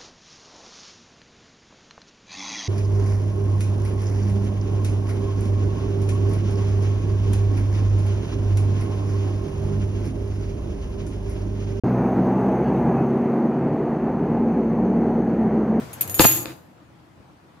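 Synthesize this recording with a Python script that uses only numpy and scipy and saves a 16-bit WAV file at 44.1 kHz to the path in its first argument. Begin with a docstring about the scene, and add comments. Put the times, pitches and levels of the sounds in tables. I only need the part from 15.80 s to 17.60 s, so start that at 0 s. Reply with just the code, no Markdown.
"""A sleeve rustles and a bunch of keys clinks in a hand, then is tossed onto a cutting mat on a desk.
Each clash of metal excites the free vibration of a blade or ring, and the heavy key heads thump the
desk twice, driving its low modes. The blades ring on while the last keys slide, tip over and settle.
Two spaced microphones stand close by, in the reverberant field of a small room."""
import sys
import numpy as np
from scipy import signal
from scipy.fft import rfft, irfft
from scipy.io import wavfile
from scipy.ndimage import uniform_filter1d

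SR = 44100
rng = np.random.default_rng(int(sys.argv[2]) if len(sys.argv) > 2 else 0)


def file_out(sig):
    """Save sig as 16-bit WAV at sys.argv[1]."""
    # one column per channel
    cols = np.atleast_2d(sig).T
    # limit, then scale
    lim = np.clip(cols, -1, 1)
    pcm = np.round(lim * 32767).astype(np.int16)
    wavfile.write(sys.argv[1], SR, pcm)


N = 79380

# Noise spectra. Each row: frequency in Hz, relative spectral density in dB.
SLEEVE_SPECTRUM = [(25, -39), (60, -9), (120, 2.5), (200, -6), (330, -8.5), (1400, -15.5), (3000, -24.5),
                   (15000, -35.5)]
AIR_SPECTRUM = [(25, -30), (82, -4.5), (178, -5), (209, -10.5), (322, -5.5), (389, -16.5), (848, -15),
                (15500, -48.5)]
TICK_SPECTRUM = [(300, -19), (1500, -14), (2500, 0), (5800, -11.5), (6800, 1.5), (8700, -7), (9700, -3.5),
                 (11300, -1), (12700, 5.5), (15000, -2)]  # metal on metal
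THUD_SPECTRUM = [(30, -30.5), (70, -2.5), (120, 0), (500, -13), (8000, -69.5)]  # the struck mat
CLACK_SPECTRUM = [(150, -6.5), (500, 5.5), (690, -3), (880, 0), (2600, -3.5), (4200, -13.5), (6000, -19.5),
                  (15000, -17)]  # a key head on the mat
SNAP_SPECTRUM = [(500, -10), (2700, 0.5), (4800, -3), (15000, -34)]  # edge on edge
# Coherence of the sleeve and air noise. Each row: frequency in Hz, left-right correlation.
COHERENCE = [(30, 0.087), (120, 0.95), (300, 0.7), (1000, 0.12), (4000, 0.12), (15000, 0.11)]
# Envelopes. Each row: time in seconds, level in dB.
RUSTLE_LEVEL = [(0.028, -36.5), (0.078, -41), (.2, -39.5), (.39, -37), (.72, -45), (0.851, -69)]
RATTLE_LEVEL = [(.355, -44), (.41, -21.5), (.46, -32), (.51, -27), (.6, -36), (.63, -39.5)]
SLIDE_LEVEL = [(0.496, -53), (.52, -26.5), (.55, -48), (.6, -31), (.635, -45), (.72, -41), (0.751, -59.5)]
# Modes of each metal piece, and of the desk. 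Each row: frequency in Hz, level in dB, T60 in seconds.
KEY_MODES = { "held": [(6800, -21, .045), (9560, -9, .08), (9820, -8.5, .055), (10900, -15, 0.13),
             (13370, -0.5, .05), (12780, -1, 0.046)], "ring": [(6650, -9, 0.12), (10050, -1.5, 0.081),
             (13400, -3.5, .06)], "flat": [(6825, -4.5, .3), (9525, -3, .2), (10020, -13, .25),
             (10850, -10, .25), (13115, 0, .3)], "short": [(6970, -11.5, .088), (12150, -7.5, .03),
             (12570, 3, .09)], "thin": [(12560, -5.5, .19), (13170, -0.5, 0.14)], "long": [(6847, -6, .3),
             (11750, -4.5, .36), (12606, -2.5, .3), (12940, -8, .28), (15375, -4.5, .4)], }
DESK_MODES = [(108, -19.5, 0.3), (250, -19, .033), (321.4, -8, .063), (381, -14.5, .05), (527, -12, 0.089),
              (846, -14, .09), (970.5, -21, .06), (1198.6, -21.5, .1)]
# Metal striking metal. Each row: start in seconds, piece struck, ring level in dB, tick level in dB.
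CLINK_EVENTS = [ (.1305, "ring", -34.5, -31), (.139, "held", -40.5, -39), (.2098, "held", -11, -20),
                (.217, "held", -26.5, -24), (.2255, "ring", -33, -26), (.2762, "held", -31.5, -29),
                (.2955, "flat", -31, -30), (.2965, "short", -27.5, -32.5), (.343, "short", -18.5, -25),
                (.347, "flat", -27, -32), (.352, "long", -36, -33), (.398, "flat", -24, -22.5),
                (.4016, "held", -16.5, -21.5), (.407, "ring", -12, -20.5), (.423, "short", -19.5, -22),
                (.432, "flat", -23.5, -23.5), (.4365, "thin", -14.5, -13), (.4435, "held", -17, -17.5),
                (.4555, "long", -9, -21), (.467, "short", -17.5, -20.5), (.492, "flat", -23, -28),
                (.575, "thin", -31, -22), ]
# Blows on the mat. Each row: start in seconds, thump, desk ring and clack levels in dB, contact in ms.
MAT_BLOWS = [ (0.3948, -10, -6.5, -4.5, 0.06), (0.3976, -9, 1, -12, .4), (.4036, -9.5, -5, -7, .4),
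             (0.4097, -17, -13.5, -12, .4), (0.418, -12.5, -20.5, -13.5, 0.16),
             (0.4412, -11.5, -21, -15, 0.21), (0.4442, -7, -19, -9.5, 0.11), (.447, -17, -17, -13.5, .25),
             (0.4519, -1.5, -11.5, -6, .22), (0.6567, -31.5, -26, -56, .4), ]
# Hard edges of the key heads meeting. Each row: start in seconds, level in dB.
EDGE_SNAPS = [(0.3947, -15), (.452, -15), (0.6571, -24.5)]
# Desk resonances driven by sliding. Each row: frequency in Hz, width in Hz, level in dB.
HUM_RESONANCES = [(129, 16, -2.5), (317, 38, 0.5)]
# Decay of the room. Each row: frequency in Hz, T60 in seconds.
REVERB_T60 = [(100, 0.14), (330, 0.97), (1000, 0.74), (3000, 0.3254), (7000, 0.4536), (14000, 0.57)]
# Strength of the reverberation. Each row: frequency in Hz, level in dB.
REVERB_LEVEL = [(100, -20.5), (330, -15.5), (1000, -14), (3000, -7), (7000, -2), (14000, -12)]

KEYS_PAN_DB, THUMP_PAN_DB, CLACK_PAN_DB, AIR_PAN_DB = 1.2, 2.5, 2, 2
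CHATTER_DB, TUMBLE_DB, PATCH_DB, GRAIN_DB = 6, 2, 1.5, 1.5  # rms level fluctuations
RING_RISE_S, RESTING_S, MAT_DAMPING_DB_PER_S = .00057, .62, 204
RATTLE_PER_S, RATTLE_SPREAD_DB, RATTLE_RING_DB, RATTLE_DETUNE = 220, 1.5, -2.5, .007
OVERTONES_DB, IN_HAND_DB, LET_GO_S, SHAKE_DB = -2.5, -5, .33, -8.5
PUSH_DB, GIVE_HZ, GIVE_DB, THUD_DB, CLACK_CORRELATION = 8, 103, -13.5, -11, .43
SCRAPE_START_S, SCRAPE_LENGTH_S, SCRAPE_DB = .645, .099, -42
ROOM_BUILD_S, RING_SEND_DB, TICK_SEND_DB, AIR_DB = .012, -12.5, -7, -51
LOW_CUT_HZ, HIGH_CUT_HZ = 40, 15650


def amp(db):
    """Amplitude ratio of a level in decibels."""
    return 10 ** (np.asarray(db) / 20)


def unit(x):
    """Normalisation to an rms of 1."""
    return x / np.sqrt(np.mean(x ** 2) + 1e-20)


def at_hz(table, hz):
    """Interpolation on a log-frequency axis."""
    f, value = np.transpose(table)
    return np.interp(np.log(hz + 1), np.log(f + 1), value)


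def pan(db):
    """Channel gains for a level difference of left over right."""
    return amp([[db / 2], [-db / 2]])


def decay(t, t60):
    """Exponential damping: 60 dB lost in t60 seconds."""
    return np.exp(-np.log(1000) * t / t60)


def add(mix, start, sound):
    """Superposition of a sound from a start in seconds."""
    part = mix[:, round(start * SR):][:, :sound.shape[-1]]
    part += sound[..., :part.shape[1]]


def noise(spectrum, correlation, size):
    """Partial coherence: the two channels share part of one coloured noise."""
    shared, own = rfft(rng.standard_normal((2, size)))
    pair = np.array([shared, correlation * shared + np.sqrt(1 - correlation ** 2) * own])
    return unit(irfft(pair * amp(at_hz(spectrum, np.fft.rfftfreq(size, 1 / SR))), size))


def drifting_noise(spectrum):
    """Random modulation makes a steady noise drift in patches of time and frequency."""
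    steady = noise(spectrum, at_hz(COHERENCE, np.fft.rfftfreq(N, 1 / SR)), size=N)
    bands = signal.stft(steady, nperseg=1024)[2]
    patches = uniform_filter1d(rng.standard_normal(bands.shape[1:]), size=10, axis=0)
    patches = unit(uniform_filter1d(patches, size=5, axis=1))
    return pan(AIR_PAN_DB) * unit(signal.istft(bands * amp(PATCH_DB * patches))[1][:, :N])


def sleeve():
    """Friction of cloth radiates broadband noise that fades after the toss."""
    level_db = np.interp(np.arange(N) / SR, *np.transpose(RUSTLE_LEVEL))
    return drifting_noise(SLEEVE_SPECTRUM) * amp(level_db)


def burst(spectrum, correlation, t60):
    """A chattering contact radiates a noise transient that decays exponentially."""
    hiss = noise(spectrum, correlation, size=4096)
    chatter = amp(CHATTER_DB * unit(uniform_filter1d(rng.standard_normal(hiss.shape[1]), size=40)))
    return hiss * unit(chatter) * decay(np.arange(hiss.shape[1]) / SR, t60)


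def clink(piece, ring_db, tick_db, tuning=1):
    """An impact ticks and excites damped modes, each with its own phase at each microphone."""
    t = np.arange(SR // 2) / SR
    modes = sum(amp(db) * decay(t, t60) * np.sin(2 * np.pi * (tuning * hz * t + rng.random((2, 1))))
                for hz, db, t60 in KEY_MODES[piece])
    ring = amp(ring_db) * modes * (1 - np.exp(-t / RING_RISE_S))
    return ring, amp(tick_db) * burst(TICK_SPECTRUM, correlation=0, t60=.037)


def keys():
    """Clinks and a random rattle superpose; tumbling modulates their ring until the mat damps it."""
    rings, ticks, t = np.zeros((2, N)), np.zeros((2, N)), np.arange(N) / SR
    tumble = unit(uniform_filter1d(uniform_filter1d(rng.standard_normal((2, N)), size=500), size=350))
    times, levels = np.transpose(RATTLE_LEVEL)
    contacts = list(CLINK_EVENTS)
    for slot in np.arange(times[0], times[-1], 1 / RATTLE_PER_S):
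        db = np.interp(slot, times, levels) + RATTLE_SPREAD_DB * rng.standard_normal()
        piece = ("held", "ring", "short")[rng.integers(0, high=3)]
        start = slot + rng.random() / RATTLE_PER_S
        tuning = 1 + RATTLE_DETUNE * rng.standard_normal()
        contacts.append((start, piece, db + RATTLE_RING_DB, db, tuning))
    for start, *contact in contacts:
        ring, tick = clink(*contact)
        add(rings, start, ring)
        add(ticks, start, tick)
    rings *= amp(TUMBLE_DB * tumble - MAT_DAMPING_DB_PER_S * np.maximum(t - RESTING_S, 0))
    return pan(KEYS_PAN_DB) * rings, pan(KEYS_PAN_DB) * ticks


def overtones(contacts):
    """Every contact excites faint, dense metal modes, more weakly while the fingers hold the keys."""
    t = np.arange(SR // 3) / SR
    draws = rng.random((48, 3))
    modes_hz, phases = np.interp(draws[:, 0], [0, 1], [2500, 13960]), draws[:, 1:, None]
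    ring = sum(amp(at_hz(TICK_SPECTRUM, hz) / 2) * np.sin(2 * np.pi * (hz * t + phase))
               for hz, phase in zip(modes_hz, phases))
    ring *= decay(t, t60=.1785)
    drive = contacts * amp(OVERTONES_DB + IN_HAND_DB * (np.arange(N) / SR < LET_GO_S))
    return signal.fftconvolve(drive, ring / np.linalg.norm(ring[0]), axes=1)[:, :N]


def landing():
    """Each impact compresses the mat and excites the desk's modes; the key heads clack and snap."""
    out, t = np.zeros((2, N)), np.arange(SR // 2) / SR
    for start, thump_db, ring_db, clack_db, contact_ms in MAT_BLOWS:
        u = t / (contact_ms / 1000)  # time in contact durations
        phases = .057 * rng.standard_normal((len(DESK_MODES), 2, 1))  # turns
        modes = sum(amp(db) * decay(t, t60) * np.sin(2 * np.pi * (hz * t + phase))
                    for (hz, db, t60), phase in zip(DESK_MODES, phases))
        desk = amp(ring_db) * modes * (1 - np.exp(-u ** 2))
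        push = amp(PUSH_DB) * u * (2 - u) * np.exp(-u)
        give = -amp(GIVE_DB) * np.sin(2 * np.pi * GIVE_HZ * t) * decay(t, t60=.045)
        thud = burst(THUD_SPECTRUM, correlation=.051, t60=.07)
        clack = burst(CLACK_SPECTRUM, CLACK_CORRELATION, t60=.024)
        add(out, start, pan(THUMP_PAN_DB) * (amp(thump_db) * (push + give) + desk))
        add(out, start, amp(thump_db + THUD_DB) * thud)
        add(out, start, amp(clack_db) * pan(CLACK_PAN_DB) * clack)
    for start, db in EDGE_SNAPS:
        add(out, start, amp(db) * pan(CLACK_PAN_DB) * burst(SNAP_SPECTRUM, CLACK_CORRELATION, t60=.013))
    return out


def desk_hum():
    """Forced vibration: keys sliding on the mat drive two broad, low resonances of the desk."""
    t, hz = np.arange(N) / SR, np.fft.rfftfreq(N, 1 / SR)
    response = sum(amp(db) / (1 + ((hz - centre) / width) ** 2) ** 2
                   for centre, width, db in HUM_RESONANCES)
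    hum = unit(irfft(rfft(rng.standard_normal(N)) * response, N))
    times, levels = np.transpose(SLIDE_LEVEL)
    return pan(THUMP_PAN_DB) * hum * np.interp(t, times, amp(levels), left=0, right=0)


def scrape():
    """Sliding friction under the last key head makes a grainy noise that swells and fades."""
    progress = np.clip((np.arange(N) / SR - SCRAPE_START_S) / SCRAPE_LENGTH_S, 0, 1)
    grain = amp(GRAIN_DB * unit(uniform_filter1d(rng.standard_normal(N), size=60)))
    friction = unit(grain) * noise(CLACK_SPECTRUM, CLACK_CORRELATION, size=N)
    return amp(SCRAPE_DB) * np.sin(np.pi * progress) * friction


def reverberation(sound):
    """A diffuse field builds up, then decays at its own rate in each band."""
    hz, t, bands = signal.stft(rng.standard_normal((2, SR)), SR, nperseg=256)
    envelope = decay(t, at_hz(REVERB_T60, hz)[:, None]) * (1 - np.exp(-(t / ROOM_BUILD_S) ** 2))
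    energy = SR * np.mean(envelope ** 2, axis=1, keepdims=True)
    envelope *= amp(at_hz(REVERB_LEVEL, hz))[:, None] / np.sqrt(energy)
    return signal.fftconvolve(sound, signal.istft(bands * envelope)[1], axes=1)[:, :N]


def scene():
    """Direct sound, reverberation and the room's quiet air add by superposition."""
    rings, ticks = keys()
    blows = landing()
    rings += overtones(ticks + amp(SHAKE_DB) * blows)
    rustle = sleeve()
    tail = reverberation(blows + amp(RING_SEND_DB) * rings + amp(TICK_SEND_DB) * ticks)
    direct = rustle + rings + ticks + blows + desk_hum() + scrape()
    return direct + tail + amp(AIR_DB) * drifting_noise(AIR_SPECTRUM)


def record(dry):
    """The microphones lose the deepest bass and saturate softly on peaks; a low-pass limits the band."""
    highpass = signal.butter(2, LOW_CUT_HZ, "highpass", fs=SR, output="sos")
    saturated = np.tanh(signal.sosfilt(highpass, dry))
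    lowpass = signal.firwin(511, HIGH_CUT_HZ, window=("kaiser", 8), fs=SR)
    return signal.oaconvolve(saturated, lowpass[None], "same", axes=1)


dry = scene()
out = record(dry)
file_out(out)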